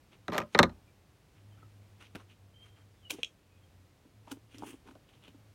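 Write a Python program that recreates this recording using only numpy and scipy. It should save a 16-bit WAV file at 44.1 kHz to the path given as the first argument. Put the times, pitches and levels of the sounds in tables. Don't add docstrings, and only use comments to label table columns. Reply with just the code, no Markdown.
import sys
import numpy as np
from scipy import signal
from scipy.fft import rfft, irfft, next_fast_len
from scipy.io import wavfile
from scipy.ndimage import map_coordinates

SR = 44100
rng = np.random.default_rng(int(sys.argv[2]) if len(sys.argv) > 2 else 0)


def waveform_to_disk(signal):
    frames = np.transpose(np.atleast_2d(signal))
    scaled = np.clip(frames, -1, 1) * 32767
    samples = np.round(scaled).astype(np.int16)
    wavfile.write(sys.argv[1], SR, samples)


N = 244578
SIZE = 2 ** 15
TOP_HZ = 16100
TIME = np.arange(N) / SR
AGE = np.arange(SIZE) / SR
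FREQ = np.fft.rfftfreq(SIZE, 1 / SR)

# f/Hz, level/dB, time to fall by 60 dB/s
HOOD_MODES = [(52, -24, .35), (84, -19, .3), (118, -12, .24), (168, -6, .18), (220, -6.5, .18),
              (247, -9, .2), (325, -6, .15), (372, -3, .14), (440, -9, .1), (531, -1, .1), (556, -2, .11),
              (592, -2, .12), (690, -10, .09), (787, -8, .09), (961, -5, .08), (1005, -6, .11),
              (1065, -9, .11), (1185, -3, .09), (1232, -3, .11), (1270, -6, .08), (1325, -5, .07),
              (1650, -11, .06), (1739, -11, .06), (1905, 1, .035), (2135, -3, .04), (2362, -16, .05),
              (2485, -18, .05), (3055, -14, .04), (3655, -10, .025), (4076, -14, .025), (5250, -18, .04),
              (5880, -21, .03), (6670, -23, .03)]
# lower f/Hz, upper f/Hz
BANDS = [(60, 400), (400, 1500), (1500, 5000), (5000, 16000)]


def amp(db):
    return 10 ** (np.asarray(db) / 20)


def unit(x):
    return x / np.sqrt(np.mean(x ** 2) + 1e-20)


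def norm(x):
    return x / np.linalg.norm(x)


def along(points, hz):
    f, values = np.transpose(points)
    return np.interp(np.log(hz + 1), np.log(f + 1), values)


def fade(t, t60):
    return np.exp(-np.log(1000) * t / t60)


def wobble(rate):
    points = rng.standard_normal(int(N * rate / SR) + 4)
    return map_coordinates(points, [np.arange(N) * rate / SR])


def held(start, end, rise, fall):
    return -rise * np.maximum(start - TIME, 0) - fall * np.maximum(TIME - end, 0)


def add(track, s, sound):
    part = track[max(round(s * SR), 0):][:len(sound)]
    part += sound[:len(part)]


def coloured(x, points):
    cepstrum = irfft(np.log(amp(along(points, FREQ))))
    fold = 1 + np.sign(SIZE // 2 - np.arange(SIZE))
    fold[0] = 1
    return irfft(rfft(x, SIZE) * np.exp(rfft(cepstrum * fold)))


def peaked(x, hz, peak_db, width):
    return coloured(x, [(hz / 2 ** width, 0), (hz, peak_db), (hz * 2 ** width, 0)])


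def tilted(tone, db, slope):
    octaves = np.log2(BANDS).mean(axis=1) - np.log2(1000)
    return np.add(tone, db) + slope * octaves


def voiced(x, levels, span):
    for _ in range(2):
        head = x[:int(span * SR)]
        power = 2 * np.abs(rfft(head, SIZE)) ** 2 / SIZE / len(head)
        points = []
        for db, (low, high) in zip(levels, BANDS):
            lack = db - 10 * np.log10(power[(FREQ > low) & (FREQ < high)].sum())
            points += [(low * 2 ** (1 / 3), lack), (high / 2 ** (1 / 3), lack)]
        x = coloured(x, points)
    return x


def softened(x, cut_hz):
    return signal.sosfilt(signal.butter(2, min(cut_hz, TOP_HZ), fs=SR, output="sos"), x)


def dying(t60s):
    hz, t, z = signal.stft(rng.standard_normal(SIZE), SR, nperseg=128)
    z = z * fade(t, along(t60s, hz)[:, None])
    return norm(signal.istft(z, SR, nperseg=128)[1][:SIZE])


def ringing(modes, scatter_db, wander_hz=0):
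    out = np.zeros(SIZE)
    for k, (hz, db, t60) in enumerate(modes):
        drift = np.interp(AGE, AGE[::256], rng.standard_normal(SIZE // 256))
        pitch = hz + wander_hz * np.sqrt(hz / 1000) * drift
        phase = 2 * np.pi * np.cumsum(pitch) / SR
        strength = (-1) ** k * amp(db + scatter_db * rng.standard_normal())
        out += strength * fade(AGE, t60) * np.sin(phase)
    return out


def noise(points):
    m = next_fast_len(N + SIZE)
    spectrum = rfft(rng.standard_normal(m)) * amp(along(points, np.fft.rfftfreq(m, 1 / SR)))
    return unit(irfft(spectrum, m)[:N])


def bent(x, travel):
    delay = travel * np.maximum(np.sqrt(1000 / (FREQ + 60)) - np.sqrt(1000 / 10000), 0)
    return irfft(rfft(x) * np.exp(-2j * np.pi * np.cumsum(delay) * SR / SIZE))


def yard(x, wet_db, delay=0.0017):
    # f/Hz, time to fall by 60 dB/s
    echo_t60 = [(150, 0.28), (1000, 0.093), (3300, 0.12), (7000, .17), (14000, .16)]
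    echo = norm(dying(echo_t60) * np.clip(AGE / delay - 1, 0, 1))
    return x + amp(wet_db) * signal.fftconvolve(x, echo)[:N]


def still_air():
    # f/Hz, level/dB
    air_colour = [(15, -40.5), (25, -13.5), (43, -2), (75, 1), (91, 3.5), (260, -9), (289, -6),
                  (368, -10.5), (410, -11), (495, -11.5), (895, -17), (1620, -20.5), (2420, -21),
                  (15500, -35)]
    return amp(-63.5 + .6 * wobble(3.5)) * noise(air_colour)


def hum(waver_db=1.5):
    # t/s, f/Hz
    pitch_path = [(0, 104), (1.43, 102.8), (2.05, 100.7), (3.16, 99.95), (3.6, 92.5), (4.18, 102.6),
                  (4.72, 110.9), (5.04, 106), (5.55, 103)]
    # start t/s, end t/s, level at the start before the waver/dB
    swell_list = [(1.42, 3.169, -56.5), (3.548, 3.83, -64), (4.182, 4.7, -61), (4.869, 4.969, -68.5),
                  (5.38, 5.549, -63)]
    rest_db = -75.5
    edge_db_per_s, sag_db_per_s = 178, 4.5
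    swells = []
    for start, end, db in swell_list:
        sag = sag_db_per_s * (TIME - start)
        swells.append(db + held(start, end, edge_db_per_s, edge_db_per_s) - sag)
    level = np.maximum(np.max(swells, axis=0), rest_db)
    pitch = np.interp(TIME, *np.transpose(pitch_path)) + 2 * wobble(12)
    phase = 2 * np.pi * np.cumsum(pitch) / SR
    tone = np.sin(phase) + amp(-18.0) * np.sin(2 * phase) + amp(-29.5) * np.sin(3 * phase)
    return unit(tone) * amp(level + waver_db * wobble(22))


def bird(flutter_hz=32, flutter_db=4):
    # start t/s, length t/s, first f/Hz, last f/Hz, level before flutter/dB, swell/dB per s
    whistles = [(0.871, 0.031, 2410, 2320, -68, 0), (1.508, 0.027, 923, 890, -67, 0.5),
                (1.51, 0.044, 3210, 3014, -73.5, 0), (1.571, .028, 1353, 1342, -69.5, 0),
                (1.616, 0.027, 1310, 1270, -60.5, -1), (2.53, 0.13, 3070, 3168, -67, 0),
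                (2.667, 0.16, 3163, 3172, -76, -40), (2.935, .095, 3900, 3280, -81, 0),
                (3.021, 0.064, 3145, 2900, -61.5, 80), (3.464, .12, 2480, 2540, -79, -0.5),
                (3.563, 0.09, 3420, 3220, -80.5, -0.5)]
    edge_s, glide = 0.012, 1.8
    out = np.zeros(N)
    for s, length, first, last, db, swell in whistles:
        left = np.clip(1 - (TIME - s) / length, 0, 1)
        hz = last + (first - last) * left ** glide + flutter_hz * wobble(220)
        gate = np.clip(np.minimum(TIME - s, s + length - TIME) / edge_s, 0, 1)
        level = db + swell * length * (.5 - left) + flutter_db * wobble(60)
        out += gate * amp(level) * np.sin(2 * np.pi * np.cumsum(hz) / SR)
    return out


def nylon_rubs(width=0.98, grain_db=3.5, clump_db=2.0):
    # middle t/s, half length t/s (times width),
    # relative level/dB, brightness/dB per octave, pitch of the rasp f/Hz
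    strokes = [(0.138, 0.015, -68.5, 0, 2260), (0.547, 0.017, -61.5, 0, 6900),
               (1.374, .022, -79.5, -0.5, 2200), (1.605, 0.028, -78.5, -1, 1300),
               (2.023, 0.013, -61, 1.7, 1725), (2.059, 0.013, -71, .6, 3290), (2.195, 0.02, -66, 0.5, 1104),
               (2.314, 0.017, -73, 1.5, 2830), (2.657, 0.028, -76, 3.5, 1302),
               (2.791, .03, -75.5, 0.5, 1300), (3.133, .013, -66, 4, 6000), (3.142, 0.011, -60, -3, 350),
               (3.19, 0.03, -73.5, 3.5, 2700), (4.306, 0.026, -67.5, 2, 890),
               (4.546, .024, -72.5, 3.5, 2400), (4.608, 0.021, -67, -3, 303), (4.887, 0.023, -65.5, 0, 458),
               (5.096, .011, -73, 0, 3000), (5.15, .02, -75.5, 0, 2900), (5.26, 0.026, -69.5, -0.1, 3005)]
    # f/Hz, level/dB
    nylon_colour = [(70, -13), (160, -6), (300, 7), (600, -6.5), (950, -1), (1800, -6.5), (2500, -1.5),
                    (3200, -1.5), (3900, -8), (4900, -12.5), (6300, -5), (7500, -12.5), (9200, -7.5),
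                    (16000, -32)]
    rub_tone = [0.5, -1, -0.5, -10]
    out = np.zeros(N)
    for s, half, db, brightness, hz in strokes:
        unevenness = grain_db * wobble(2000)[:SIZE] + clump_db * wobble(240)[:SIZE]
        grains = rng.standard_normal(SIZE) * amp(unevenness)
        rub = voiced(coloured(grains, nylon_colour), tilted(rub_tone, db, brightness), SIZE / SR)
        start = max(s - 4 * half, 0)
        speed = np.exp(-.5 * ((start + AGE - s) / (width * half)) ** 2)
        add(out, start, speed * peaked(rub, hz, peak_db=9, width=1.5))
    return out


def strap_pull(grain_db=0.5, uneven_db=1.53):
    # f/Hz, level/dB
    webbing_colour = [(100, -15), (300, 16.5), (450, 5), (600, -14), (850, -2), (1200, -2), (2000, -3.5),
                      (2700, 1.5), (3200, 2.5), (3800, -13), (5000, -12.5), (6400, -7), (7500, -9.5),
                      (9300, -4), (11000, -12), (13500, -17), (15500, -15.5)]
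    start_s, end_s, level_db = 4.67, 4.706, -51.5
    rise_db_per_s, fall_db_per_s = 191, 313
    swish = unit(noise(webbing_colour) * amp(grain_db * wobble(1500) + uneven_db * wobble(150)))
    return swish * amp(level_db + held(start_s, end_s, rise_db_per_s, fall_db_per_s))


def bag_taps(grain_db=2, slip_db=-3):
    # t/s, rise t/s, relative level/dB, hardness/dB per octave, pitch f/Hz
    tugs = [(2.151, 0.00065, -59, -2.7, 1706), (2.156, 0.0014, -53, -2.5, 2010),
            (3.1075, 0.0041, -49, 2.64, 2690), (4.3174, 0.0033, -52, 0.4, 294.4),
            (4.5459, .001, -66, -4, 2470), (4.5839, 0.00064, -69, 1.5, 5230), (4.732, .001, -69, -4, 2507),
            (4.875, .0008, -72, -2, 1740), (4.9113, .0008, -71, -2.5, 1900),
            (4.9535, .0005, -74.5, -2, 1306), (5.091, .0015, -77, -2, 2940), (5.239, .0012, -76.5, 0, 2693),
            (5.281, 0.0012, -66, -2.5, 2400)]
    # t/s, relative level/dB, pitch f/Hz
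    pats = [(1.63, -68.5, 1400), (3.187, -57.5, 490), (4.053, -71.5, 298), (4.277, -63.5, 947),
            (4.371, -67.5, 339), (4.6237, -54.5, 855), (4.6353, -50.5, 900), (4.741, -62.5, 285),
            (4.888, -59.5, 1814), (4.955, -63.5, 686), (5.345, -70.5, 299.4)]
    tug_tone = [-1, -1, -1.5, -3.5]
    pat_tone = [0.5, -2.5, -18.5, -30]
    # f/Hz, level/dB
    bag_colour = [(60, -1), (170, 0.5), (270, 13.5), (340, 8), (480, 2.5), (640, -5.5), (900, -5),
                  (1150, -10), (1500, -2.5), (1900, -15.5), (2700, -2), (4500, -9.5), (6300, -9),
                  (10000, -12.5), (16000, -19)]
    # f/Hz, time to fall by 60 dB/s
    bag_t60 = [(200, 0.043), (600, 0.046), (2500, 0.0095), (10000, 0.038)]
    pat_rise_s = .001
    catch_s, catch_db = .0095, -12
    settle_s, settle_db, settle_hz = 0.021, -22, 327

    taps = [(s, pat_rise_s, np.add(pat_tone, db), hz) for s, db, hz in pats]
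    for s, rise, db, hardness, hz in tugs:
        taps.append((s, rise, tilted(tug_tone, db, hardness), hz))
        taps.append((s + catch_s, pat_rise_s, tilted(tug_tone, db + catch_db, hardness), hz))
        taps.append((s + settle_s, pat_rise_s, np.add(pat_tone, db + settle_db), settle_hz))

    out = np.zeros(N)
    lead, span = .01, .032
    for s, rise, levels, hz in taps:
        growth = np.exp(-np.abs(AGE - lead) / rise) * (AGE < lead + rise / 2)
        slip = rng.standard_normal(SIZE) * growth
        stop = np.roll(dying(bag_t60), int(lead * SR))
        contact = (amp(slip_db) * norm(slip) + stop) * amp(grain_db * wobble(900)[:SIZE])
        tap = voiced(coloured(contact, bag_colour), levels, span)
        add(out, s - lead, peaked(tap, hz, peak_db=10.5, width=0.89))
    return out


def buckle(crack_db=-10, crack_t60=0.01, attack=0.00043):
    # t/s, relative level/dB
    prongs = [(3.2322, -18.5), (3.2463, -26.5)]
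    # f/Hz, level/dB, time to fall by 60 dB/s
    plastic_modes = [(2640, -2, 0.0044), (3270, 3, 0.011), (3330, -35, 0.07), (3660, -10, 0.0087),
                     (5580, -13.5, 0.007), (6240, -15.5, 0.0083), (6840, -14, 0.0071)]
    # f/Hz, level/dB
    crack_colour = [(150, -20), (330, 2), (520, 6), (950, -15), (1600, -3), (2400, 13), (4700, -13),
                    (7000, -0.5), (15000, -23)]
    out = np.zeros(N)
    for s, db in prongs:
        crack = coloured(rng.standard_normal(SIZE) * fade(AGE, crack_t60), crack_colour)
        ring = ringing(plastic_modes, scatter_db=1.0) * (1 - np.exp(-AGE / attack))
        add(out, s, amp(db) * (ring + amp(crack_db) * crack))
    return out


def hood_scrape(rough_db=5, contact_db=-4.5, ring_db=-2.0):
    # f/Hz, level/dB
    slide_colour = [(40, -22), (160, -5), (600, -1), (1250, -3), (2000, -10), (2900, -12), (4200, -17),
                    (6000, -24.5), (9500, -36), (12800, -31), (15500, -42)]
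    start_s, end_s, push_db = .3225, .394, -36
    rise_db_per_s, fall_db_per_s = 3500, 420
    slip = noise(slide_colour) * amp(rough_db * wobble(330))
    push = unit(slip) * amp(push_db + held(start_s, end_s, rise_db_per_s, fall_db_per_s))
    # f/Hz, level/dB
    ring_colour = [(150, -3), (330, 0), (460, -3.5), (600, 7), (800, -1), (1200, 3),
                   (2000, -3), (2500, 7), (4000, -1)]
    modes = coloured(ringing(HOOD_MODES, scatter_db=3.0, wander_hz=7.8), ring_colour)
    ring = signal.fftconvolve(push, modes)[:N]
    return amp(contact_db) * push + amp(ring_db) * norm(ring) * np.linalg.norm(push)


def hood_knocks(travel=0.0035, touch=.0007, touch_db=-1, edge_db=0, edge_t60=.024, modes_db=-2.0, tail_db=-11):
    # t/s, relative level/dB, hardness/dB per octave, contact cut-off f/Hz (TOP_HZ at most),
    # pitch of the clack f/Hz, boost of the clack before the band levels are set/dB
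    knocks = [(0.2805, -39.5, -2, 9100, 3800, 10), (0.299, -57, 0, 12000, 5300, 3),
              (0.3205, -45, -2, 3000, 1151, 9), (0.3343, -46, 0.6, 15000, 5530, 8),
              (0.345, -42.5, -1, 7000, 4240, 13), (0.3795, -32.5, 0.86, 15200, 1300, 7),
              (0.4156, -45.5, -1, 7000, 2540, 6), (0.547, -27, 0.26, 3500, 4100, 13),
              (0.5769, -47, 0.8, 6000, 4200, 7.5), (0.5892, -17.5, 0.1, 8900, 3850, 14),
              (0.6292, -26, 0.78, 7640, 3925, 13), (0.6543, -60, 1.5, 6970, 4060, 16.5),
              (0.6936, -62.5, 1.5, 6500, 4060, 18)]
    knock_tone = [-4.5, 0, -2, -13.5]
    # f/Hz, level/dB
    blow_colour = [(30, -26), (110, -2), (280, 2), (500, 8), (1300, 1.5), (2100, 1), (2750, -8),
                   (3700, -7.5), (4300, -9), (4800, -17), (5400, -10.5), (8000, -20.5), (10500, -24),
                   (12800, -18.5), (16000, -29)]
    # f/Hz, level/dB
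    edge_colour = [(100, -8.5), (500, -3.5), (1300, 3), (2000, 1), (2700, 3.5), (4000, -6), (5500, -2),
                   (12000, -2)]
    # f/Hz, time to fall by 60 dB/s
    panel_t60 = [(60, .4), (250, 0.17), (700, .14), (1400, .17), (2500, 0.043), (4000, 0.1), (12000, 0.06)]
    out = np.zeros(N)
    for s, db, hardness, cut_hz, clack_hz, clack_db in knocks:
        chatter = norm(rng.standard_normal(SIZE) * AGE * np.exp(-AGE / touch))
        contact = signal.unit_impulse(SIZE, int(touch * SR)) + amp(touch_db) * chatter
        early = norm(rng.standard_normal(SIZE) * fade(AGE, edge_t60) * (1 - np.exp(-AGE / 0.006)))
        returns = coloured(amp(edge_db) * early + amp(tail_db) * dying(panel_t60), edge_colour)
        ring = ringing(HOOD_MODES, scatter_db=2.0, wander_hz=20) * (1 - np.exp(-AGE / touch))
        panel = norm(coloured(contact + returns, blow_colour)) + amp(modes_db) * norm(ring)
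        clack = peaked(panel, clack_hz, clack_db, width=.27)
        levels = tilted(knock_tone, db, hardness)
        knock = voiced(bent(clack, travel), levels, span=.025)[:SIZE // 2]
        add(out, s, softened(knock, cut_hz))
    return out


def scene():
    background = still_air() + hum() + yard(bird(), wet_db=-0.5)
    bag = yard(nylon_rubs() + strap_pull() + bag_taps(), wet_db=-12.5) + yard(buckle(), wet_db=-10.0)
    hood = hood_scrape() + hood_knocks()
    return (background + bag + hood)[None]


def record(dry, low_hz=36):
    thin = signal.sosfilt(signal.butter(4, low_hz, "highpass", fs=SR, output="sos"), dry)
    m = next_fast_len(N + SIZE)
    kept = np.fft.rfftfreq(m, 1 / SR) < TOP_HZ
    return irfft(rfft(thin, m) * kept, m)[..., :N]


dry = scene()
out = record(dry)
waveform_to_disk(out)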